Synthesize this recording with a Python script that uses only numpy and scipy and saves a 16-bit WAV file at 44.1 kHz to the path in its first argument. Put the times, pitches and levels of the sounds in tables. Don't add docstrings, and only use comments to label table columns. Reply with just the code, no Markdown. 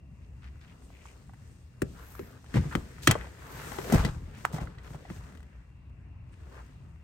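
import sys
import numpy as np
from scipy import signal
from scipy.fft import rfft, irfft
from scipy.io import wavfile
from scipy.ndimage import uniform_filter1d

SR = 44100
rng = np.random.default_rng(int(sys.argv[2]) if len(sys.argv) > 2 else 0)


def to_wav(sig):
    pcm = np.clip(np.atleast_2d(sig), -1, 1) * 32767
    pcm = np.round(pcm).astype(np.int16)
    wavfile.write(sys.argv[1], SR, pcm.T)


N = 310315
FREQ = np.arange(N // 2 + 1) * SR / N + 1e-3

# (frequency [Hz], level [dB])
GARAGE = [(12, -57), (20, -20.5), (43, -15), (65, 1), (166, -15.5), (239, -30.5), (283, -28.5), (335, -31),
          (386, -36), (470, -45.5), (1090, -36.5), (1410, -49.5), (2700, -39.5), (3280, -64), (16800, -82)]
# (frequency [Hz], width [Hz], level [dB])
HUM = [(58, 6, -58), (123, 10, -62), (2740, 76, -80.5), (1950, 100, -84.5)]
# (frequency [Hz], likeness [0-1])
ALIKE = [(60, 0.99), (150, 0.93), (300, 1), (700, 0.5), (1500, 0.2), (3000, 0), (6000, 0.1), (8000, 0.4),
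         (9400, 0.93)]
# (frequency [Hz], level per Hz [dB])
LEATHER = [(150, -39.5), (250, -1), (369, -0.5), (418, 2), (530, -3.5), (792, -8), (887, -6), (1830, -7),
           (2670, -15.5), (5000, -26.5), (6500, -44), (11000, -120)]
GLOVE = [(1470, -34.5), (2500, -9.5), (7950, -7.5), (10100, -12), (12200, -6), (15800, -13), (16800, -61)]
SHUDDER = [(13, -41.5), (22, -9), (70, 6.5), (102, -6.5), (120, 3), (236, -5), (370, -17.5), (416, -26),
           (700, -23.5), (910, -45), (1540, -120)]
# (time [s], leather rustle [dB], glove hiss before brushes [dB])
MOTION = [(0.0, -73, -82), (0.7, -64, -71.5), (1.08, -64, -69), (1.3, -70, -75.5), (1.45, -66.5, -71.5),
          (1.82, -68.5, -74.5), (1.88, -61, -64.5), (2.17, -56.5, -63.5), (2.45, -62.5, -68.5),
          (2.58, -47.5, -59), (2.98, -55, -65), (3.12, -44.5, -58), (3.37, -55, -63), (3.55, -47, -53.5),
          (3.86, -42.5, -51), (3.95, -33.5, -42.5), (4.202, -58, -67.5), (4.5, -53.5, -64.5),
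          (4.55, -45.5, -60.5), (4.76, -58, -74), (4.9, -53.5, -68), (5.3, -58, -67), (5.45, -65, -78),
          (5.8, -69.5, -86), (6.2, -69.5, -85), (6.56, -58, -67), (6.78, -66, -77), (7.04, -65, -81.5)]
# (start [s], half released [s], rise [dB])
BRUSHES = [(2.535, 2.585, 8), (2.69, 2.815, 2.5), (3.019, 3.096, 12), (3.92, 3.95, 4.5), (4.365, 4.49, 6),
           (4.522, 4.586, 11.5), (4.6, 4.66, 7.5), (4.828, 4.955, 6), (5.092, 5.195, 6)]
# (start [s], end [s], rise [dB])
SLIDES = [(1.9, 2.4, 12.5), (3.3, 4.056, 8)]
# (time [s], length [s], level before fades [dB], centre [Hz], width before widening [Hz])
SCUFFS = [(0.212, 0.047, -73.5, 2460, 3000), (0.414, 0.085, -59, 1630, 1680),
          (0.6, 0.07, -62.5, 1800, 2500), (0.658, 0.09, -64.5, 2290, 1500),
          (0.805, 0.078, -71.5, 8700, 1800), (0.891, 0.27, -62.5, 2330, 905),
          (1.005, 0.15, -66, 7050, 3980), (1.213, 0.11, -77, 8250, 1800), (1.462, .22, -77, 8350, 1800),
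          (1.927, 0.15, -56.5, 1240, 710), (2.249, 0.16, -61.5, 1290, 686), (2.54, 0.055, -40, 1400, 1660),
          (2.624, 0.042, -48.5, 770, 784), (2.706, 0.04, -42.5, 1310, 655), (3.081, 0.059, -32.5, 699, 699),
          (3.078, .035, -35, 2822, 2200), (3.115, .035, -39, 1500, 1813), (3.183, 0.13, -54.5, 700, 1220),
          (3.522, 0.21, -50.5, 1280, 1410), (3.712, 0.12, -48.5, 800, 912), (3.884, 0.036, -49, 900, 1180),
          (3.932, 0.039, -31.5, 640, 940), (3.985, 0.034, -40.5, 980, 1400),
          (4.046, 0.025, -42, 3472, 2970), (4.058, 0.047, -46.5, 1170, 1610),
          (4.008, 0.0904, -40.5, 463, 348), (4.324, 0.106, -57.5, 1740, 1800), (4.441, .03, -44, 694, 1200),
          (4.541, 0.056, -46.5, 800, 1200), (4.593, 0.054, -48.5, 1000, 1170),
          (4.832, 0.059, -54.5, 1190, 1480), (4.925, 0.044, -55, 1000, 1180),
          (5.058, 0.15, -58.5, 900, 1500), (6.314, 0.041, -74, 8450, 2000), (6.316, 0.036, -66, 1835, 1583),
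          (6.52, 0.093, -56, 1154, 1000), (6.566, 0.063, -55, 990, 600)]
# (time [s], peak [dB], strongest frequency [Hz], share of the free ring time [ratio])
THUDS = [(1.82, -18, 390, 0.47), (1.827, -21.5, 197, 0.35), (2.193, -30.5, 363, 0.66),
         (2.208, -36, 193, 0.65), (2.543, -19, 172, 0.28), (2.556, -15, 117, 0.38), (2.574, -17, 148, 0.55),
         (2.593, -18.5, 90, 0.65), (2.652, -26, 124, 1), (2.752, -16.5, 194, 0.4),
         (2.774, -22.5, 111, 0.26), (3.075, -13, 312, 0.3), (3.087, -12.5, 143, 0.68),
         (3.115, -31.5, 199, 1), (3.154, -20, 505, 0.21), (3.784, -27.5, 338, 0.83),
         (3.923, -16, 222, 0.91), (3.935, -11.5, 165, 0.99), (3.951, -12.5, 64.4, 0.45),
         (3.996, -15.5, 59.2, 0.37), (4.035, -23.5, 78.1, 0.59), (4.05, -15.5, 127, 0.51),
         (4.092, -20, 68, 0.14), (4.163, -28, 59.2, 0.54), (4.215, -36, 43.1, 1), (4.537, -22, 139, 0.76),
         (4.585, -33, 145, 0.67), (4.616, -26, 75.4, 0.47), (4.681, -36, 67.6, 0.31),
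         (4.772, -35.5, 65, 0.6), (4.906, -34, 135, 0.44), (4.948, -34.5, 137, 0.51),
         (5.103, -28.5, 160, 0.48), (5.163, -36, 73.6, 0.84)]
# (frequency [Hz], level [dB], free time to fall 60 dB [s])
FRAME = [(43.5, -18.5, .4), (61.7, -9.5, 0.24), (86, -3.5, 0.14), (121, -5.5, 0.18), (156, 3, 0.096),
         (195.5, -0.5, 0.087), (255, -2.5, 0.11), (305, -9.5, 0.035), (350.5, 8.5, 0.065),
         (410.2, 3, 0.062), (467, -6.5, .09), (547, -3.5, 0.11)]
# (time [s], body peak before panning [dB], brightest frequency [Hz],
# width over that frequency [ratio], rattle against snap [dB], steel ring against housing [dB],
# treble crack against body [dB], left minus right [dB])
CLICKS = [(0.82, -52, 980, 1.2, -4, -18, -16, -8), (0.902, -45, 695, 0.95, -9, -12, -24, -0.5),
          (1.054, -41, 1050, 0.6, 2, -18, -24.5, -8), (1.293, -45, 830, 0.55, 2, -22, -26, -5),
          (1.334, -44, 900, 0.9, -2, -13, -14.5, -5), (1.818, -21, 1530, 0.84, -3, -29, -5.5, 7),
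          (2.15, -38.5, 1200, 0.33, -5.5, -19, -14.5, -1), (2.192, -30.5, 1190, 1.79, -4, -25, -19.5, 2.5),
          (2.442, -44.5, 912, 1.1, -4, -18, -12, -6), (2.461, -47, 2260, 1.2, -3.5, -12, -24.5, 3.5),
          (2.54, -27.5, 1720, 0.57, 0, -10, -20, 1.5), (2.568, -21.5, 646, 1.2, -2.5, -17, -27.5, 2),
          (2.724, -32, 1420, 0.75, -3.5, -12.5, -15.5, -1), (2.751, -13.5, 1300, 1.4, -5, -15, -20.5, 3.5),
          (2.982, -38.5, 1260, 0.79, -4, -11, -22.5, 2), (3.031, -36, 3300, 1.2, 1.5, -9, -3.5, -5.5),
          (3.072, -3, 1982, 1.5, 3.5, -7, -5.5, -2.5), (3.11, -9.5, 1840, 1.6, -1, -11, -5, 0),
          (3.152, -23, 990, 0.42, -3, -15, -29.5, 0.5), (3.21, -33, 2000, 0.7, -4, -12, -20.5, 3.5),
          (3.243, -39, 740, 0.98, -3, -11.5, -21, -1.5), (3.717, -32.5, 707, 1.78, 1, -17, -12, 11.5),
          (3.785, -27, 600, 2.1, 0, -16, -18.5, 11), (3.843, -39.5, 883, 1.4, -2.5, -13, -4, 18.5),
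          (3.922, -17.5, 650, 0.604, -5, -9.5, -6, -4), (3.934, -25, 605, 1.3, -26, -14, -12, 5),
          (3.986, -29, 1240, 1.4, -3.5, -12, -22, 4), (4.048, -19.5, 1310, 2.5, -4, -10.5, -13, 3.5),
          (4.45, -9.5, 1184, 0.9, -15, -29.5, -18.5, -9.5), (4.531, -37, 1002, 1.22, -6, -12, -6.5, -0.5),
          (4.542, -34.5, 724, 0.94, -3, -15, -12, -8), (4.583, -29, 799, 0.65, -4, -16, -19.5, -3),
          (4.611, -35, 668, 1.26, -6, -19, -15.5, 1), (4.671, -36, 1370, 0.53, -0.5, -24, -25, -5),
          (4.749, -47, 1600, 1.2, -9, -18, -20, -2), (4.783, -42, 2110, 1.4, -4.5, -5, -33.5, -2.5),
          (4.904, -41, 713, 0.75, -7, -14, -22, -3), (4.945, -36.5, 709, 1, -3, -16, -25.5, -5),
          (5.051, -40, 714, 0.44, -10, -8, -24.5, -3), (5.1, -30.5, 696, 1.8, -5, -13.5, -34, -0.5)]
# (frequency [Hz], level [dB], free time to fall 60 dB [s])
LATCH = [(625, -8, .04), (850, -10, .035), (1055, -9, .035), (1376, -5, .04), (1600, -9, .03),
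         (1983, 3, .07), (2120, -8, .05), (2624, -7, .04), (3155, -5, .06), (3870, -11, .05),
         (4070, -11, .04), (5090, -14, .03), (6320, -14, .03), (7860, -10, .05)]
# (frequency [Hz], lead of the left port [half turns], left minus right [dB])
PORTS_BASS = [(150, 0, 1.5)]
PORTS = [(400, 0.44, 2.5), (1070, -0.51, 3), (2050, 0.52, 2), (3510, 0.53, 1.5), (5950, .2, 6.5),
         (7800, 0.42, 1), (9740, -0.79, -3)]
# (frequency [Hz], lead of the left side [half turns], left minus right [dB])
PHASE_STEPS = [(9700, -1, 0), (10750, -1, 0), (11100, -2, 0), (12950, -2, 0), (13250, -3, 0),
               (14350, -3, 0), (14600, -4, 0)]

GARAGE_DB = -51
SWELL_S, SWELL_LENGTH_S, SWELL_DB = 6.22, 0.69, 5
FLICKER_DB, FLOOR_SWELL_DB = 2.2, 1.2
CABIN_BASS_T60_S, CABIN_FULL_T60_S, CABIN_DB = 0.06, 0.19, -16.5
SHUDDER_DB, SWING_DB = -57, 1.5
AFTER_BLOW_DB, AFTER_BLOW_T60_S = -22.5, 0.67
FIBRE_DB = -11.5
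BRUSH_ATTACK_S, BRUSH_RELEASE_S, BRUSH_FIBRE_SHARE = 0.006, 0.03, 1.3
PUSH_S = 0.0031
RATTLE_T60_S = 0.026
RATTLE_APART = 0.45
STEEL_SHARE, STEEL_FALL_DB = 0.5, 2.5
ECHO_DB = -4
SETTLE_START_S, SETTLE_END_S = 5.232, 5.452
TICK_DB, TICK_SPREAD_DB, TICK_HZ = -47.5, 3, 1500
TOP_HZ = 15900


def undb(db):
    return 10 ** (np.asarray(db) / 20)


def unit(x):
    return x / np.sqrt(np.mean(x ** 2))


def peak(x, db):
    return undb(db) * x / np.max(np.abs(x))


def along(table, order=1):
    return np.interp(np.log(FREQ), np.log([row[0] for row in table]), [row[order] for row in table])


def walk(rate):
    k = int(SR / rate)
    steps = np.repeat(rng.standard_normal(N // k + 1), k)
    return 1.6 * uniform_filter1d(uniform_filter1d(steps, k), k)[:N]


def add(out, s, sound, pan_db=0.):
    i = int(s * SR)
    out[:, i:i + sound.shape[-1]] += undb([[pan_db / 2], [-pan_db / 2]]) * sound[..., :N - i]


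def band(x, hz, width_hz):
    return signal.lfilter(*signal.iirpeak(hz, hz / max(width_hz, 50), SR), x)


def wash(colour_db, flicker_db, swell_db, grain_db=0., grain_s=.001):
    k = max(int(grain_s * SR), 1)
    grains = undb(grain_db * np.repeat(rng.exponential(size=N // k + 1), k)[:N])
    mid, side = rfft(grains * rng.standard_normal((2, N)))
    alike = np.clip(along(ALIKE), 0, 1)
    opposite = np.array([[1], [-1]])
    pair = undb(colour_db) * (np.sqrt(1 + alike) * mid + np.sqrt(1 - alike) * side * opposite)
    out, swell = 0, swell_db * walk(3.086)
    for octave in range(5, 15):
        window = np.cos(np.pi / 2 * np.clip(np.log2(FREQ) - octave, -1, 1)) ** 2
        out = out + undb(swell + flicker_db * walk(11)) * irfft(pair * window, N)
    return unit(out)


def ring(modes, centre_hz, fall_db, share, detune, chance, size):
    t = np.arange(size) / SR
    hz, db, t60 = np.transpose(modes)[:, :, None]
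    pitch_chance, level_chance = chance[:2, :len(hz), None]
    hz = hz * (1 + detune * pitch_chance)
    gain = undb(db + 2.5 * level_chance - fall_db * np.abs(np.log2(hz / centre_hz)))
    decay = np.exp(-np.log(1000) * t / (t60 * np.clip(share, .05, 3)))
    build_up = 1 - np.exp(-t * hz / 0.57)
    return np.sum(gain * decay * build_up * np.sin(2 * np.pi * hz * t), axis=0)


def garage():
    swell_db = SWELL_DB * np.exp(-((np.arange(N) / SR - SWELL_S) / SWELL_LENGTH_S) ** 2)
    out = undb(GARAGE_DB + swell_db) * wash(along(GARAGE), FLICKER_DB, FLOOR_SWELL_DB)
    for hz, width_hz, db in HUM:
        line = rfft(rng.standard_normal(N)) / (1 + (2 * (FREQ - hz) / width_hz) ** 2)
        out = out + undb(db) * unit(irfft(line, N))
    return out


def cabin(x):
    t = np.arange(int(.4 * SR)) / SR
    bass, full = rng.standard_normal((2, 2, len(t)))
    bass = signal.sosfilt(signal.butter(2, 900, fs=SR, output="sos"), bass)
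    tail = 2.5 * bass * np.exp(-np.log(1000) * t / CABIN_BASS_T60_S)
    tail = tail + full * np.exp(-np.log(1000) * t / CABIN_FULL_T60_S)
    tail = tail * (t > .003)
    tail = signal.sosfilt(signal.butter(2, [300, 7500], "band", fs=SR, output="sos"), tail)
    tail = tail / np.sqrt(np.sum(tail ** 2, axis=1, keepdims=True))
    return undb(CABIN_DB) * signal.fftconvolve(x.mean(axis=0)[None], tail, axes=1)[:, :N]


def upholstery():
    t = np.arange(N) / SR
    s, *columns = np.transpose(MOTION)
    rustle_db, hiss_db = (np.interp(t, s, c) for c in columns)
    brush_db = 0
    for start, end, db in BRUSHES:
        rise, release = (t - start) / BRUSH_ATTACK_S, (end - t) / BRUSH_RELEASE_S + .5
        brush_db = brush_db + db * np.clip(np.minimum(rise, release), 0, 1)
    fibre_db = hiss_db + BRUSH_FIBRE_SHARE * brush_db + FIBRE_DB
    for start, end, db in SLIDES:
        fibre_db = fibre_db + db * np.sin(np.pi * np.clip((t - start) / (end - start), 0, 1))

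    blows = np.zeros(N)
    for at, db, *_ in THUDS:
        blows[int(at * SR)] += undb(db + AFTER_BLOW_DB) ** 2
    blows = signal.lfilter([1], [1, -undb(-120 / AFTER_BLOW_T60_S / SR)], blows)
    shaking = np.sqrt(undb(SHUDDER_DB) ** 2 + undb(rustle_db + SWING_DB) ** 2 + blows)

    leather = wash(along(LEATHER), FLICKER_DB, 0.81, grain_db=1.6, grain_s=0.0018)
    glove = rfft(wash(along(GLOVE), 0.8, 1.0, grain_db=1.5, grain_s=0.00075))
    hiss = unit(irfft(glove * (FREQ < 10200), N))
    fibre = unit(irfft(glove * (FREQ >= 10200), N))
    shudder = wash(along(SHUDDER), 2.3, 2.0)
    rubbing = undb(rustle_db) * leather + undb(hiss_db + brush_db) * hiss + undb(fibre_db) * fibre
    return rubbing + shaking * shudder


def scuffs():
    out = np.zeros((2, N))
    chance = rng.standard_normal((len(SCUFFS), 3, 16384))
    for (s, length, db, hz, width_hz), (left, right, size) in zip(SCUFFS, chance):
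        n, i = min(int(length * SR), 16384), int(s * SR)
        unevenness = undb(3.6 * np.repeat(size, 96)[:n])
        apart = 0.74 * np.sqrt(max(1 - np.interp(hz, *np.transpose(ALIKE)), 0))
        pair = np.array([left + apart * right, left - apart * right])[:, :n] * unevenness
        sound = unit(band(band(pair, hz, 1.2 * width_hz), hz, 1.2 * width_hz))
        out[:, i:i + n] += undb(db) * signal.windows.tukey(n, .5) * sound
    return out


def frame():
    out = np.zeros((2, N))
    chance = rng.standard_normal((len(THUDS), 2, 16))
    push = 1 - np.exp(-np.arange(16000) / SR / PUSH_S)
    for (s, db, hz, share), row in zip(THUDS, chance):
        thud = push * ring(FRAME, hz, 13.8, share, 0.072, row, size=16000)
        add(out, s, peak(thud, db))
    return out


def ticks(count):
    when, size, pitch, side = rng.random((count, 4)).T
    s = SETTLE_START_S + (SETTLE_END_S - SETTLE_START_S) * (np.arange(count) + .3 * when) / count
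    level_db = TICK_DB + TICK_SPREAD_DB * (2 * size - 1)
    hz = TICK_HZ * 2 ** (pitch - .5)
    return [(a, b, c, 1.6, 0, -15, -11, d) for a, b, c, d in zip(s, level_db, hz, 6.0 * side)]


def latches():
    out, echo = np.zeros((2, 2, N))
    clicks = list(CLICKS) + ticks(count=8)
    chance = rng.standard_normal((len(clicks), 5, 4096))
    high = signal.butter(2, 3000, "high", fs=SR, output="sos")
    t = np.arange(4096) / SR
    fade = np.exp(-np.log(1000) * t / RATTLE_T60_S)
    contact = (1 - np.exp(-(t / 0.0019) ** 2)) * (fade + .04 * fade ** .3)
    snap = np.exp(-((t - .0014) / .00007) ** 2)
    for (s, db, hz, width, rattle_db, steel_db, crack_db, pan_db), row in zip(clicks, chance):
        rattle = contact * (row[2] + RATTLE_APART * row[4] * np.array([[1], [-1]]))
        force = snap + undb(rattle_db) * rattle
        housing = band(band(force, hz, width * hz), hz, width * hz)
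        modes = ring(LATCH, hz, STEEL_FALL_DB, STEEL_SHARE, 0.0079, row, size=4096)
        steel = signal.fftconvolve(modes, force[0])[:4096]
        body = peak(peak(housing, 0) + peak(steel, steel_db), db)
        grit = signal.sosfilt(high, contact * fade ** 0.18 * row[3])
        crack = peak(.4 * grit + band(grit, 8000, 3900), db + crack_db)
        add(out, s, body, pan_db)
        add(out, s, crack)
        add(echo, s, undb(ECHO_DB) * (body + crack))
    return out + cabin(echo)


def scene():
    padded = frame() + scuffs()
    return garage() + upholstery() + padded + cabin(padded) + latches()


def record(dry):
    table = PORTS_BASS + PORTS + PHASE_STEPS
    difference = undb(along(table, order=2)) * np.exp(1j * np.pi * along(table))
    sides = difference ** np.array([[.5], [-.5]])
    heard = irfft(rfft(dry) * sides, N)
    heard = signal.sosfilt(signal.butter(3, 30, "high", fs=SR, output="sos"), heard)
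    return signal.sosfilt(signal.ellip(10, .2, 90, TOP_HZ, fs=SR, output="sos"), heard)


dry = scene()
out = record(dry)
to_wav(out)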